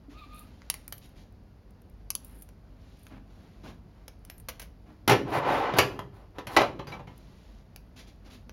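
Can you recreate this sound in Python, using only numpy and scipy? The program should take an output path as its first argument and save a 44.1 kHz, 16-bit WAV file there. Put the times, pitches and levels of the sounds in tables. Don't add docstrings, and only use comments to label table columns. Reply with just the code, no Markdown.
import sys
import numpy as np
from scipy import signal
from scipy.fft import rfft, irfft, next_fast_len
from scipy.io import wavfile
from scipy.ndimage import uniform_filter1d, map_coordinates

SR = 44100
rng = np.random.default_rng(int(sys.argv[2]) if len(sys.argv) > 2 else 0)


def output_pcm(signal):
    pcm = np.clip(np.atleast_2d(signal).T, -1, 1) * 32767
    wavfile.write(sys.argv[1], SR, np.round(pcm).astype(np.int16))


N = 375732


def amp(db):
    return 10 ** (np.asarray(db) / 20)


def unit_rms(x):
    return x / np.sqrt(np.mean(x ** 2) + 1e-20)


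def unit_energy(x):
    return x / (np.linalg.norm(x) + 1e-12)


def fade(t, t60):
    return np.exp(-np.log(1000) * t / np.maximum(t60, 1e-3))


def along(points, hz):
    freqs, values = np.transpose(points)
    return np.interp(np.log(hz + 1), np.log(freqs + 1), values)


def bumps(rows, f):
    return amp(sum(db * np.exp(-((f - hz) / width) ** 2) for hz, width, db in rows))


def blend(parts, levels, f):
    return np.sqrt(sum((amp(db) * unit_rms(amp(along(part, f)))) ** 2 for part, db in zip(parts, levels)))


def wobble(rate):
    return map_coordinates(rng.standard_normal(int(N * rate / SR) + 4), [np.arange(N) * rate / SR])


def add(track, start, sound):
    part = track[max(round(start * SR), 0):][:len(sound)]
    part += sound[:len(part)]


def coloured(x, gain):
    size = 2 * next_fast_len(len(x) // 2 + 4096)
    cepstrum = irfft(np.log(np.maximum(gain(np.fft.rfftfreq(size, 1 / SR)), 1e-6)))
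    cepstrum[1:size // 2] *= 2
    cepstrum[size // 2 + 1:] = 0
    return irfft(rfft(x, size) * np.exp(rfft(cepstrum)), size)[:len(x)]


def noise(spectrum, grain_db=0, grain_rate=300):
    grains = rng.standard_normal(N) * amp(grain_db * wobble(grain_rate))
    size = next_fast_len(N)
    gain = amp(along(spectrum, np.fft.rfftfreq(size, 1 / SR)))
    return unit_rms(irfft(rfft(grains, size) * gain, size)[:N])


def contact(t60, chatter, rise_s=0, sparse_db=4):
    t = np.arange(1, SR // 4) / SR
    sizes = rng.standard_normal(len(t)) * amp(sparse_db * rng.standard_normal(len(t)))
    force = chatter * unit_energy(sizes * fade(t, t60))
    force[0] += 1
    return unit_energy(force * (1 - np.exp(-t / max(rise_s, 1e-6))))


def ring(hz, db, t60):
    t = np.arange(SR // 2) / SR
    return amp(db) * fade(t, t60) * (1 - np.exp(-t / 0.001)) * np.sin(2 * np.pi * hz * t)


def motion(length, stop_t60, rise_share=0.13, sag_db_per_s=12.5):
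    t = np.arange(SR) / SR
    attack = (1 - np.exp(-t / max(rise_share * length, 1e-3))) ** 2
    speed = attack * amp(-sag_db_per_s * t) * fade(np.maximum(t - length, 0), stop_t60)
    return speed / speed.max()


# (frequency [Hz], t60 [s])
ROOM_DECAY = [(100, 1), (250, 0.79), (600, 0.29), (2500, 0.3), (6000, 0.29), (14000, 0.27)]


def room(x, wet_db, early_db, early_t60=0.11, treble_db=0):
    hz, frame_times, bands = signal.stft(rng.standard_normal(SR * 3 // 4), SR, nperseg=256)
    decay = fade(frame_times, along(ROOM_DECAY, hz)[:, None])
    tail = signal.istft(bands * decay, SR, nperseg=256)[1]
    t = np.arange(len(tail)) / SR
    onset = 1 - np.exp(-t / 0.006)
    early = rng.standard_normal(len(t)) * fade(t, early_t60)
    response = amp(wet_db) * unit_energy(tail * onset) + amp(early_db) * unit_energy(early * onset)
    response = coloured(response, lambda f: amp(along([(3000, 0.00039), (11000, treble_db)], f)))
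    response[0] += 1
    return signal.fftconvolve(x, response)


# (frequency [Hz], relative density [dB])
AIR_SPECTRUM = [(12, -46.5), (20, -14), (55, -1), (107, -11), (127, -12.5), (204, -12.5), (319, -22),
                (698, -28.5), (1440, -40), (1710, -41.5), (3340, -54), (4670, -45), (7950, -63),
                (12100, -55), (16000, -61)]
# (frequency [Hz], level [dB])
FAN_HUM = [(48.4, -56.5), (96.9, -61.5)]


def ventilation(air_db=-52.5):
    t = np.arange(N) / SR
    hum = np.zeros(N)
    for hz, db in FAN_HUM:
        level = amp(db + 2 * wobble(10))
        hum += level * unit_rms(np.sin(2 * np.pi * hz * t + 0.42 * wobble(18)))
    return amp(air_db) * noise(AIR_SPECTRUM) + hum


# (time [s], pitch [Hz], relative level [dB])
SQUEAK_PATH = [(.14, 1187, -66.5), (.19, 1258, -48.5), (.215, 1217, -55.5), (.24, 1165, -51),
               (.28, 1222, -70), (.32, 1216, -54.5), (.385, 1255, -55.5), (.42, 1200, -60.5),
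               (.46, 1340, -71.5)]
SQUEAK_HARMONICS = [0, -13.5, -17, -31]
# (frequency [Hz], relative density [dB])
RASP_SPECTRUM = [(1500, -31), (2450, 9), (3100, -4), (3700, 2.5), (4400, 1), (5500, -20)]


def squeak(gain_db=-1, jitter=0.013, rasp_db=-8):
    t = np.arange(N) / SR
    times, pitches, levels = np.transpose(SQUEAK_PATH)
    hz = np.interp(t, times, pitches) * (1 + jitter * wobble(400))
    phase = 2 * np.pi * np.cumsum(hz) / SR
    tone = unit_rms(sum(amp(db) * np.sin(k * phase) for k, db in enumerate(SQUEAK_HARMONICS, 1)))
    rasp = amp(rasp_db) * noise(RASP_SPECTRUM)
    gate = uniform_filter1d(1. * ((t >= times[0]) & (t <= times[-1])), size=600)
    envelope = gate * amp(np.interp(t, times, levels) + gain_db)
    return room(envelope * (tone + rasp), wet_db=-8, early_db=-4.5)[:N]


# (time [s], length [s], relative level [dB], scrape offset [dB])
PUSHES = [(5.245, 0.19, -32, -20), (5.314, 0.077, -25, -18.5), (5.409, 0.35, -20.5, -25),
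          (5.755, 0.056, -25, -8.5), (5.829, 0.17, -43.5, -19.5), (6.103, 0.14, -53, -14.5),
          (6.343, 0.044, -47.5, -22.5), (6.458, 0.22, -36.5, -10.5)]
# (frequency [Hz], relative density [dB])
RUMBLE_SPECTRUM = [(40, -14.5), (70, -17), (130, -7.5), (180, -8), (270, -1), (550, -1), (800, 2),
                   (1020, 1.5), (1300, -7), (2900, -16.5), (4200, -26), (7000, -39.5), (10000, -70)]
SCRAPE_SPECTRUM = [(2000, -13), (4000, 1.5), (6500, -9.5), (11000, -5.5), (15500, -12)]


def drawer_roll(rumble_db=-5.5, scrape_db=-5):
    rolling, scraping = np.zeros((2, N))
    for start, length, db, offset_db in PUSHES:
        speed = motion(length, stop_t60=0.18, rise_share=0.14, sag_db_per_s=39.5)
        add(rolling, start, amp(db) * speed)
        add(scraping, start, amp(db + offset_db) * speed ** 3.5)
    rumble = amp(rumble_db) * rolling * noise(RUMBLE_SPECTRUM, grain_db=1, grain_rate=240)
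    scrape = amp(scrape_db) * scraping * noise(SCRAPE_SPECTRUM, grain_db=2.5, grain_rate=590)
    return rumble + scrape


# (time [s], relative panel level [dB], thud over panel [dB], hardness [dB], chatter t60 [s])
BLOWS = [(5.077, -27, 3, 12.5, 0.06), (5.095, -20.5, -10, 8, 0.059), (5.109, -21.5, -26, -1, 0.064),
         (5.119, -23, -6, 1.5, 0.031), (5.128, -29, -30, 5.5, 0.056), (5.363, -39, 2, -11.5, 0.047),
         (5.737, -34.5, -1, -5.5, 0.045), (5.7857, -19, -8, 8, 0.046), (5.991, -41, -0.5, 6.5, 0.024),
         (6.384, -39.5, -13, 0, 0.065), (6.4694, -44, -6, 15.5, 0.067), (6.565, -20, -21.5, 3, 0.035),
         (6.57, -18.5, -21.5, -2.5, 0.036), (6.606, -27.5, -24, -7, 0.07), (6.616, -26, -16.5, -4, 0.03),
         (6.791, -40, -4, -15.5, 0.063), (6.87, -45.5, 0, 6, 0.26), (6.918, -44.5, -5, -3.5, 0.16),
         (6.935, -44.5, -2, -7, 0.11), (6.993, -48, -1, -14, 0.063), (7.071, -50, -1.5, -6, 0.21)]
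# (frequency [Hz], relative density [dB])
BLOW_SPECTRA = [
    [(35, -24), (70, -15.5), (130, -4.5), (220, -9.5), (500, -32), (1000, -57.5)],
    [(70, -50), (130, -30.5), (270, 5), (600, 5.5), (1100, 5), (1500, -11.5), (3000, -42), (6000, -84.5)],
    [(700, -19.5), (1400, -3), (2700, -4.5), (4000, -11), (6000, -31.5), (9000, -46)],
    [(2000, -22.5), (4200, -4.5), (6000, -2), (7500, -12), (10000, -40)],
    [(6000, -20.5), (9000, 0), (11800, 6), (13500, -4.5), (15600, -9.5)],
]


def drawer_knocks(gain_db=30.5):
    out = np.zeros(N)
    for start, db, thud_db, hard_db, t60 in BLOWS:
        clack_db, rattle_db, fizz_db = -6 + 0.33 * hard_db, -16.5 + 0.58 * hard_db, -21.5 + hard_db
        levels = db + np.array([thud_db, 0, clack_db, rattle_db, fizz_db])
        force = contact(t60, chatter=2.5, rise_s=0.0006 * amp(-hard_db))
        blow = coloured(force, lambda f: blend(BLOW_SPECTRA, levels, f))
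        heard = room(blow, wet_db=-8.5, early_db=-5, early_t60=0.15, treble_db=-9)
        add(out, start, amp(gain_db) * np.linalg.norm(amp(levels)) * unit_energy(heard))
    return out


# (frequency [Hz], half width [Hz], gain [dB])
PANEL_MODES = [(203, 35, -2), (276.6, 21, 3), (416, 24, 4), (578, 25, 4), (680, 27, 1.5), (960, 180, -1),
               (1010, 75, 2), (1316, 51, 4.5), (2010, 110, 2), (1730, 16, 4.5), (2245, 42, -1.5),
               (2356, 35, 3), (2900, 72, 2)]
# (time [s], frequency [Hz], level [dB], t60 [s])
FITTING_RINGS = [(5.789, 2234, -17, 0.1), (6.566, 1977, -12.5, 0.083), (6.872, 4800, -48, 0.18),
                 (6.922, 3950, -43, 0.093), (6.925, 2305, -37, 0.13), (7.078, 2150, -55, 0.17)]


def drawer(knock_db=1):
    shaking = amp(knock_db) * drawer_knocks() + drawer_roll()
    panels = coloured(shaking, lambda f: bumps(PANEL_MODES, f))
    out = room(panels, wet_db=-16, early_db=-10, early_t60=0.07, treble_db=-1.5)[:N]
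    for start, hz, db, t60 in FITTING_RINGS:
        add(out, start, ring(hz, db, t60))
    return out


# (press [dB], rub [dB], slide [dB])
RESTLESS_DB = (-65.5, -80, -92)
# (time [s], length [s], relative press [dB], relative rub [dB])
GLOVE_STROKES = [(0.092, 0.05, -55, -64), (0.113, 0.75, -65, -72), (1.009, 0.046, -87, -61.5),
                 (1.148, 0.079, -75, -65.5), (2.17, 0.2, -65, -77), (2.765, 0.36, -74, -72.5),
                 (3.094, 0.082, -51, -81), (3.228, 0.44, -66.5, -74.5), (3.627, 0.076, -46.5, -59),
                 (4.859, 0.059, -57.5, -79), (7.071, 0.54, -67.5, -70), (7.956, 0.055, -57, -53.5),
                 (8.068, 0.025, -68, -59.5), (8.246, 0.033, -59, -63), (8.295, 0.057, -56.5, -56.5)]
# (time [s], length [s], level [dB])
THREAD_PULLS = [(0.324, 0.084, -56), (1.035, 0.011, -58.5), (2.203, 0.22, -61), (2.96, 0.12, -69)]
# (time [s], frequency [Hz], level [dB], t60 [s])
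FOAM_NUDGES = [(0.083, 284, -41, 0.19)]
# (frequency [Hz], relative density [dB])
FOAM_SPECTRUM = [(100, -1.5), (170, 0.5), (290, 2), (420, -7), (650, -6.5), (1500, -14), (3000, -21.5),
                 (6000, -44)]
GLOVE_SPECTRUM = [(700, -24.5), (2000, 2), (4000, 3.5), (7000, -5.5), (9000, -26)]
THREAD_SPECTRUM = [(6000, -24), (9500, 2.5), (12000, 1.5), (14000, -8), (15600, -9.5)]


def hands(foam_db=-1, glove_db=-1, fizz_db=-12, swing_db=1.5):
    press, rub, slide = np.outer(amp(RESTLESS_DB), amp(swing_db * wobble(7)))
    for start, length, press_db, rub_db in GLOVE_STROKES:
        speed = motion(length, stop_t60=0.081)
        add(press, start, amp(press_db) * speed)
        add(rub, start, amp(rub_db) * speed)
    for start, length, db in THREAD_PULLS:
        add(slide, start, amp(db) * motion(length, stop_t60=0.1))
    foam = amp(foam_db) * press * noise(FOAM_SPECTRUM, grain_db=1.5, grain_rate=110)
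    for start, hz, db, t60 in FOAM_NUDGES:
        add(foam, start, ring(hz, db, t60))
    rustle = noise(GLOVE_SPECTRUM, grain_db=1.5, grain_rate=290)
    fizz = amp(fizz_db) * noise(THREAD_SPECTRUM, grain_db=2.5)
    glove = amp(glove_db) * rub * (rustle + fizz)
    thread = slide * noise(THREAD_SPECTRUM, grain_db=7.5, grain_rate=260)
    return room(foam + glove + thread, wet_db=-6.5, early_db=-14, early_t60=0.18)[:N]


# (time [s], relative treble level [dB],
# firmness [dB], chatter t60 [s])
TOUCHES = [(0.392, -49, -33, 0.01), (0.619, -82.5, 28.5, 0.0026), (0.741, -37, -9, 0.0086),
           (0.8792, -41, -14.5, 0.0064), (0.924, -37.5, -6, 0.017), (0.98, -50.5, -12, 0.019),
           (1.324, -72.5, -25, 0.004), (1.707, -66.5, -12, 0.012), (1.818, -66, -17, 0.012),
           (1.898, -66.5, -24, 0.011), (2.246, -48, -30, 0.018), (2.421, -46, -35, 0.028),
           (2.489, -61, -1.5, 0.012), (3.067, -61.5, 7, 0.01), (4.08, -48.5, 0.5, 0.016),
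           (4.25, -51.5, -9, 0.011), (4.299, -43.5, -5, 0.01), (4.38, -52, -23, 0.016),
           (4.399, -53, -16, 0.018), (4.4856, -35.5, -1.5, 0.058), (4.596, -42, -4, 0.052),
           (4.616, -46, -2, 0.1), (7.178, -59, -17, 0.015), (7.761, -49, -1.5, 0.007),
           (8.4944, -57, 8.5, 0.01)]
# (frequency [Hz], relative density [dB])
STEEL_SPECTRA = [
    [(120, -8.5), (500, -3.5), (1500, -4), (3000, -5), (6000, -48)],
    [(1000, -9), (2400, -0.5), (6200, 5), (8500, -16), (11000, -30)],
    [(6000, -12.5), (9300, 2), (12000, 7), (13500, -3), (15600, 1)],
]
# (time [s], frequency [Hz], level [dB], t60 [s])
TIP_RINGS = [(.926, 12280, -47, .2), (4.3, 12280, -56, .32), (4.381, 9300, -56, .06),
             (4.401, 9300, -56, .06)]


def steel_touches(gain_db=26):
    out = np.zeros(N)
    for start, db, firm_db, t60 in TOUCHES:
        tick_db = -2.5 + 0.84 * firm_db
        levels = db + np.array([firm_db, tick_db, 0])
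        force = contact(t60, chatter=2.9, rise_s=0.0006)
        click = coloured(force, lambda f: blend(STEEL_SPECTRA, levels, f))
        heard = room(click, wet_db=-9.5, early_db=-7.5, early_t60=0.053, treble_db=-7.5)
        add(out, start, amp(gain_db) * np.linalg.norm(amp(levels)) * unit_energy(heard))
    for start, hz, db, t60 in TIP_RINGS:
        add(out, start, ring(hz, db, t60))
    return out


# (time [s], relative level [dB], low ring gain [dB], chatter t60 [s])
RATCHET_SNAPS = [(0.7003, -14.5, -2, 0.011), (2.1042, -19, 1, 0.014), (2.152, -19.5, 0.5, 0.01)]
# (frequency [Hz], width [Hz], relative level [dB])
HOLDER_MODES = [(1100, 510, -14), (2670, 810, -8), (3950, 960, -8), (5220, 2600, -7.5), (6100, 1300, -14),
                (8000, 1100, -10), (9750, 1100, 0.5), (11120, 830, 3.5), (12270, 280, -8),
                (15400, 770, -9.5)]


def ratchet(gain_db=16, floor_db=-19):
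    def modes(f):
        power = sum(amp(2 * db) / (1 + ((f - hz) / (width / 2)) ** 2) ** 2
                    for hz, width, db in HOLDER_MODES)
        return np.sqrt(power + amp(2 * floor_db))

    out = np.zeros(N)
    for start, db, low_db, t60 in RATCHET_SNAPS:
        low_shelf = [(6500, low_db), (9000, 0)]
        snap = coloured(contact(t60, chatter=1.4), lambda f: modes(f) * amp(along(low_shelf, f)))
        heard = room(unit_energy(snap), wet_db=-14, early_db=-7, early_t60=0.041, treble_db=-6.5)
        add(out, start, amp(db + gain_db) * heard)
    return out


def scene():
    return (ratchet() + steel_touches() + drawer() + hands() + squeak() + ventilation())[None]


# (frequency [Hz], half width [Hz], gain [dB])
PORT_DIPS = [(8146, 450, -19.5), (14550, 440, -17)]


def record(dry, ceiling=0.37, bottom_hz=32, top_hz=16000):
    high_pass = signal.butter(4, bottom_hz, "high", fs=SR, output="sos")
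    low_pass = signal.ellip(10, .1, 80, top_hz, fs=SR, output="sos")
    ported = coloured(dry[0], lambda f: bumps(PORT_DIPS, f))
    heard = signal.sosfilt(high_pass, ported)
    rounded = heard / (1 + (heard / ceiling) ** 6) ** (1 / 6)
    return signal.sosfilt(low_pass, rounded)[None]


dry = scene()
out = record(dry)
output_pcm(out)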